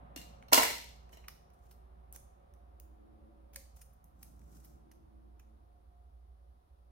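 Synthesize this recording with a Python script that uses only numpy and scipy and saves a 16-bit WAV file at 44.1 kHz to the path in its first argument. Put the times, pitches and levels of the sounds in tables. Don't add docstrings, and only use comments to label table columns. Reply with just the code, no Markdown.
import sys
import numpy as np
from scipy import signal
from scipy.fft import rfft, irfft
from scipy.io import wavfile
from scipy.ndimage import uniform_filter1d

SR = 44100
rng = np.random.default_rng(int(sys.argv[2]) if len(sys.argv) > 2 else 0)


def transcribe(u):
    v = np.clip(np.atleast_2d(u).T, -1, 1)
    q = np.round(v * 32767).astype(np.int16)
    wavfile.write(sys.argv[1], SR, q)


def gain_from_db(level_db):
    decades = np.asarray(level_db, float) / 20
    return 10 ** decades


N = 304721


def unit(x):
    return x / np.sqrt(np.mean(x ** 2))


def curve(rows, column=1):
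    rows = np.array(rows)
    return np.interp(np.arange(N) / SR, rows[:, 0], rows[:, column])


def over_hz(points, hz):
    points = np.array(points)
    return np.interp(np.log(hz + 1), np.log(points[:, 0]), points[:, 1])


def colour(x, points):
    length = x.shape[-1]
    gain = gain_from_db(over_hz(points, np.fft.rfftfreq(length, 1 / SR)))
    return irfft(rfft(x) * gain, length)


def ring(x, modes):
    out = 0
    for hz, db, t60 in modes:
        pole = np.exp(2j * np.pi * hz / SR - np.log(1000) / (t60 * SR))
        out = out + gain_from_db(db) * signal.lfilter([1], [1, -pole], x).imag
    return out


def narrow(hz, width):
    shape = 1 / (1 + ((np.fft.rfftfreq(N, 1 / SR) - hz) / (width / 2)) ** 2)
    return unit(irfft(rfft(rng.standard_normal((2, N))) * shape, N))


def walk(rate):
    k = int(SR / rate)
    steps = np.repeat(rng.standard_normal(N // k + 1), k)
    return 1.4 * uniform_filter1d(uniform_filter1d(steps, k), k)[:N]


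def swells(rows, steep):
    t = np.arange(N) / SR
    return sum(gain_from_db(db) * np.interp(t, [start, top, end], [0, 1, 0]) ** steep for start, top, end, db in rows)


def add(track, s, sound):
    i = int(s * SR)
    track[..., i:i + sound.shape[-1]] += sound


def scissors():
    # t/s, crack/dB before its colouring, push into the desk/dB, ring peak/dB, favoured ring f/Hz
    bounces = [(0.1625, -38.5, -55.5, -37.5, 4094), (.1755, -44, -65.5, -46, 2830),
               (.2162, -50, -65, -52, 4200), (0.4847, -58.5, -72, -53, 4300),
               (.5195, -43, -51.5, -39, 2510), (.5245, -31, -26, -28, 2200),
               (.5283, -27, -26.5, -23.5, 2200), (.531, -11.5, -26.5, -16, 5500),
               (0.5339, -9, -26.5, -17.5, 2500), (0.5772, -24.5, -31, -14, 2200),
               (.5452, -14, -35, -20, 3100), (0.5808, -21.5, -22.5, -24.5, 2500),
               (.598, -28, -32, -22.5, 2500), (0.633, -25, -40, -19, 2100), (.71, -38.5, -46.5, -32, 2370),
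               (1.1305, -58.5, -61.5, -51, 3100), (1.1365, -70, -74.5, -52, 7000),
               (1.1725, -56.5, -63.5, -54, 3830)]
    # f/Hz, level/dB, t60/s
    desk_modes = [(277, -9.5, 0.11), (460, -13, 0.12), (690.5, -4.5, 0.06), (721.4, -5, .05),
                  (930, 3, 0.07), (958, 8.5, 0.07), (1350, -7, 0.1)]
    # f/Hz, level/dB relative, t60/s before the held or lying factor
    steel_modes = [(1980, 2, 0.02906), (2130, 2, 0.025), (2310, 1.5, 0.01), (2536, -2.5, 0.017),
                   (2830, 1, 0.05), (3110, -0.5, .025), (3620, -4, 0.02), (4210, 2, 0.022),
                   (4986, -7.5, 0.0057), (5850, -0.5, .03), (6693, -2, .012), (11400, 2.5, .012)]
    # f/Hz, level/dB
    crack_tone = [(500, -23), (1650, -15), (2100, -2), (6000, 0.5), (8000, -1.5), (10300, -3.5), (12500, 0),
                  (15000, -4), (17000, -11.5)]
    rattle_ms, glance = 2.1, 0.35
    push_ms, firm_db, soften = 0.16, -24.5, 0.35
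    lands_s, held_ring, lying_ring = 0.45, 1.3, 0.7
    port_lag_s = 0.0004

    t = np.arange(4096) / SR
    cracks, blades, pushes = np.zeros((2, N)), np.zeros((2, N)), np.zeros(N)
    for s, crack_db, thud_db, ring_db, spot_hz in list(bounces) + chatter():
        rise_s = rattle_ms * gain_from_db(glance * (ring_db - crack_db)) / 1000
        hump = t / rise_s * np.exp(1 - t / rise_s)
        rattle = rng.standard_normal((3, t.size)) * hump ** 2
        both = 0.13 * rattle[2] + 1.068 * rattle[:2]
        add(cracks, s - rise_s, gain_from_db(crack_db) * both)

        longer = held_ring if s < lands_s else lying_ring
        modes = [(hz * (1 + 0.025 * rng.standard_normal()), db - 16 * np.log2(hz / spot_hz) ** 2, t60 * longer)
                 for hz, db, t60 in steel_modes]
        rung = ring(both, modes)
        add(blades, s - rise_s, gain_from_db(ring_db) * rung / np.abs(rung).max())

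        push_s = push_ms / 1000 * gain_from_db(soften * np.clip(firm_db - thud_db, 0, 25))
        add(pushes, s - 0.002, gain_from_db(thud_db) * np.exp(-((t - 0.002) / push_s) ** 2))

    bass_cut = signal.butter(3, 270, "high", fs=SR, output="sos")
    thud = signal.sosfilt(bass_cut, ring(pushes, desk_modes)) / 12
    lagged = np.roll(thud, int(port_lag_s * SR))
    return colour(cracks, crack_tone) + blades + np.array([gain_from_db(-3.0) * lagged, thud])


def chatter(count=40):
    # start t/s, end t/s, first level/dB before scatter, fade/(dB per s)
    start, end, first_db, fade_db = (0.6043, 1.8, -26, 113.5)
    when, size, spot = rng.random((count, 3)).T
    s = start + (end - start) * when
    db = first_db - fade_db * (s - start) + 8 * (size - 0.5)
    spot_hz = 1900 * 2 ** (1.6 * spot)
    return [(s[k], db[k], db[k] - 16.0, db[k] - 4.5, spot_hz[k]) for k in range(count)]


def knocks():
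    # t/s, f/Hz, level/dB, t60/s
    dull_knocks = [(0.1626, 288.1, -39, .05), (3.569, 545, -58, 0.15)]
    t = np.arange(8192) / SR
    out = np.zeros((2, N))
    for s, hz, db, t60 in dull_knocks:
        envelope = gain_from_db(db - 60 * t / t60) * np.clip(t / 0.0022, 0, 1)
        add(out, s, envelope * np.sin(2 * np.pi * hz * t))
    return out


def ticks():
    # t/s, middle band energy level/dB, tilt/dB per band towards the treble, fall/ms
    snaps = [(0.4265, -44, -10, 1.3), (1.0944, -48, -1.5, 1.9), (1.2443, -49, -12.5, 3.9),
             (1.2845, -23, -0.5, 1.74), (1.7139, -40, 5, 5), (2.1268, -43, 18, 0.99),
             (2.1363, -51, 16, 1.4), (2.1621, -31.5, 6, 1.5), (2.539, -49.5, 2.5, 1.3),
             (2.8006, -39.5, 9, 1.4), (3.536, -42, 3.5, 2.9), (3.5462, -42, 4, 2.2), (3.561, -22, 3, 1.9),
             (3.765, -58, 20, 8), (3.8174, -35.5, 6, 4.8), (3.936, -60, 14, 7), (4.043, -55, 17.5, 1.2),
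             (4.2308, -33, 7, 2), (4.4179, -54, -0.5, 1.4), (4.6485, -41.5, 7.5, 5.2),
             (4.9165, -41, 1.5, 2.87), (5.398, -42.5, -1, 3.08)]
    # low f/Hz, high f/Hz
    tick_bands = [(550, 3200), (3200, 7600), (7600, 16200)]
    # f/Hz, level/dB, both before scatter
    tap_points = [(700, -7), (1900, 1.5), (2600, 0.5), (3500, -7.5), (5300, 0.5), (6400, 1), (7600, -12),
                  (8900, 1), (10200, -4), (11700, 2), (15000, -2.5)]
    hands_pan_db, hands_move_db = -0.8, 0.5
    snap_rise = 0.6

    t = np.arange(2560) / SR - 0.016
    filters = [signal.butter(3, band, "bandpass", fs=SR, output="sos") for band in tick_bands]
    tap = np.array(tap_points)
    out = np.zeros((2, N))
    for s, db, tilt_db, fall_ms in list(snaps) + peel():
        fall_s = fall_ms / 1000
        shape = np.where(t < 0, np.exp(t / (snap_rise * fall_s)), np.exp(-t / fall_s))
        shape = shape + gain_from_db(-16) * np.roll(shape, int(SR * (0.004 + 0.012 * rng.random())))
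        shape = shape * np.repeat(gain_from_db(3.5 * rng.standard_normal(t.size // 32)), 32)

        chance = rng.standard_normal((3, t.size)) * shape
        shared = np.array([chance[2], np.roll(chance[2], rng.integers(-4, 5))])
        snap = shared + 0.7 * chance[:2]
        ratio = gain_from_db(0.25 * rng.standard_normal())
        snap = colour(snap, tap * [ratio, 1] + [0, 2.5] * rng.standard_normal(tap.shape))

        pan_db = hands_pan_db + hands_move_db * rng.standard_normal()
        sides_db = np.array([[pan_db], [-pan_db]]) / 2
        for step, sos in zip((-1, 0, 1), filters):
            part = signal.sosfilt(sos, snap)
            part = part / np.linalg.norm(part, axis=1, keepdims=True)
            add(out, s - 0.0165, part * gain_from_db(db + step * tilt_db + sides_db))
    return out


def peel(count=7):
    start_s, end_s, middle_db, fall_ms = 1.48, 1.67, -56, 1.6
    return [(start_s + (end_s - start_s) * when, middle_db + 8 * (size - 0.5), 6 * tilt, fall_ms)
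            for when, size, tilt in rng.random((count, 3))]


def rustle():
    # f/Hz, level/dB per Hz
    paper_tone = [(880, 0), (1500, 0), (1690, -9), (4460, -9.5), (5710, -1), (7600, -3.5), (9000, -4.5),
                  (13000, -3.5), (15700, -4.5), (16500, -15)]
    # start t/s, loudest t/s, end t/s, level/dB; silent if the end precedes the start
    slides = [(1.1, 1.14, 1.17, -66.5), (1.5, 1.7, 1.76, -79), (2.125, 2.152, 2.18, -55.5),
              (3.54, 3.58, 3.3, -66.5), (3.74, 3.78, 3.83, -67.5), (4.14, 4.225, 4.6, -74.5),
              (4.45, 4.55, 4.64, -66), (4.58, 4.66, 4.82, -70.5)]
    grain_db = 2.8 * rng.exponential(size=N) + 2.5 * walk(150) + 0.96 * walk(40)
    grains = rng.standard_normal((2, N)) * gain_from_db(grain_db)
    return unit(colour(grains, paper_tone)) * swells(slides, steep=0.94)


def room(x):
    # f/Hz, t60/s
    room_decay = [(150, 0.26), (500, 0.4), (1000, 0.35), (2000, 0.46), (4000, 0.58), (8000, .43),
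                  (16000, .31)]
    level_db, gap_s, rise_s = -1.5, 0.0022, 0.0015
    t = np.arange(SR // 2 + SR // 4) / SR
    hz = np.fft.rfftfreq(t.size, 1 / SR) + 1
    noise = rfft(rng.standard_normal((2, t.size)))
    tail = 0
    for centre in 125 * 2.0 ** np.arange(8):
        share = np.clip(1 - np.abs(np.log2(hz / centre)), 0, 1)
        decay = gain_from_db(-60 * t / over_hz(room_decay, centre))
        tail = tail + irfft(noise * share, t.size) * decay
    tail = tail * np.clip((t - gap_s) / rise_s, 0, 1)
    tail = tail / np.sqrt(np.sum(tail ** 2, axis=1, keepdims=True))
    return gain_from_db(level_db) * signal.fftconvolve(x, tail, axes=1)[:, :N]


def air_noise():
    # f/Hz, level/dB per Hz
    air_tone = [(56, -37), (95, -12.5), (134, -4), (167, -6), (461, -11), (548, -20), (738, -8.5),
                (836, -15.5), (1220, -18), (1520, -24.5), (4000, -39.5), (5200, -70.5)]
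    # f/Hz, side minus mid level/dB
    air_width = [(60, -6), (110, -5.5), (200, -9.5), (380, 0), (700, 6.5), (1290, 4.5), (2380, 0.5),
                 (4400, -1.5), (8120, 2), (15000, 3)]
    # t/s, level/dB of the part above the bass, extra rumble level/dB before wander
    air_fade = [(0, -57, 8), (1.4, -64, 4.5), (4.0, -67.5, 7.5), (4.55, -67, 11), (5.3, -69, 3.5),
                (6.2, -71, 2), (6.91, -71.5, 2)]
    # f/Hz, width/Hz, level/dB over the air before wander
    whine_lines = [(369, 30, -14), (537, 32, -13), (574, 14, -15), (712, 12, -15)]
    mid, side = colour(rng.standard_normal((2, N)), air_tone)
    side = colour(side, air_width)
    air = np.array([mid + side, mid - side])
    low = signal.sosfilt(signal.butter(4, 350, fs=SR, output="sos"), air)
    high = air - low
    whines = sum(gain_from_db(db + 3.5 * walk(2.5)) * narrow(hz, width) for hz, width, db in whine_lines)
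    rumble_gain = gain_from_db(curve(air_fade, column=2) + 1.5 * walk(1.3))
    air = (high + rumble_gain * low) / np.std(high) + whines
    return air * gain_from_db(curve(air_fade))


def motor_hum():
    # f/Hz, level/dB before the port gain
    hum_pair = [(58.2, -59.5), (59.35, -67.5)]
    # f/Hz, width/Hz, level/dB before the port gain
    rumble_lines = [(37.4, 39, -74), (69.8, 18, -65)]
    port_lag_s = 0.00058
    t = np.arange(N) / SR
    hum = sum(gain_from_db(db) * narrow(hz, width)[0] for hz, width, db in rumble_lines)
    for hz, db in hum_pair:
        phase = 2 * np.pi * hz * (t - 0.99) + 0.3 * walk(0.67)
        hum = hum + gain_from_db(db) * np.sqrt(2) * np.sin(phase)
    return np.array([gain_from_db(-1.45) * np.roll(hum, int(port_lag_s * SR)), gain_from_db(1.78) * hum])


def far_drone():
    # start t/s, loudest t/s, end t/s, level/dB
    drone_swells = [(2.5, 3.22, 3.84, -64), (3.9, 4.9, 6.12, -65)]
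    # f/Hz, width/Hz, level/dB relative
    drone_lines = [(129.7, 7.6, -9.5), (219, 7.1, -1.5), (292, 17, -6.5), (329, 29, -1), (430, 30, -13.5)]
    lines = sum(gain_from_db(db) * narrow(hz, width) for hz, width, db in drone_lines)
    return swells(drone_swells, steep=0.95) * unit(lines)


def microphone_hiss():
    # f/Hz, level/dB per Hz
    hiss_tone = [(1470, -27.5), (2500, -10), (3570, -4.5), (5270, -8), (7830, -16), (9440, -6),
                 (16000, -13.5)]
    level_db = -86.5
    return gain_from_db(level_db) * unit(colour(rng.standard_normal((2, N)), hiss_tone))


def scene():
    tool = scissors() + knocks()
    paper = ticks() + rustle()
    paper_to_room = colour(paper, [(1000, -11.5), (5000, -5.0)])
    background = air_noise() + motor_hum() + far_drone() + microphone_hiss()
    return tool + paper + room(tool + paper_to_room) + background


def low_pass(x):
    return signal.sosfilt(signal.butter(12, 16460, fs=SR, output="sos"), x)


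def record(dry):
    top_cut = signal.ellip(8, 0.3, 30, 15900, fs=SR, output="sos")
    mix = signal.sosfilt(top_cut, dry)
    return low_pass(mix)


dry = scene()
out = record(dry)
transcribe(out)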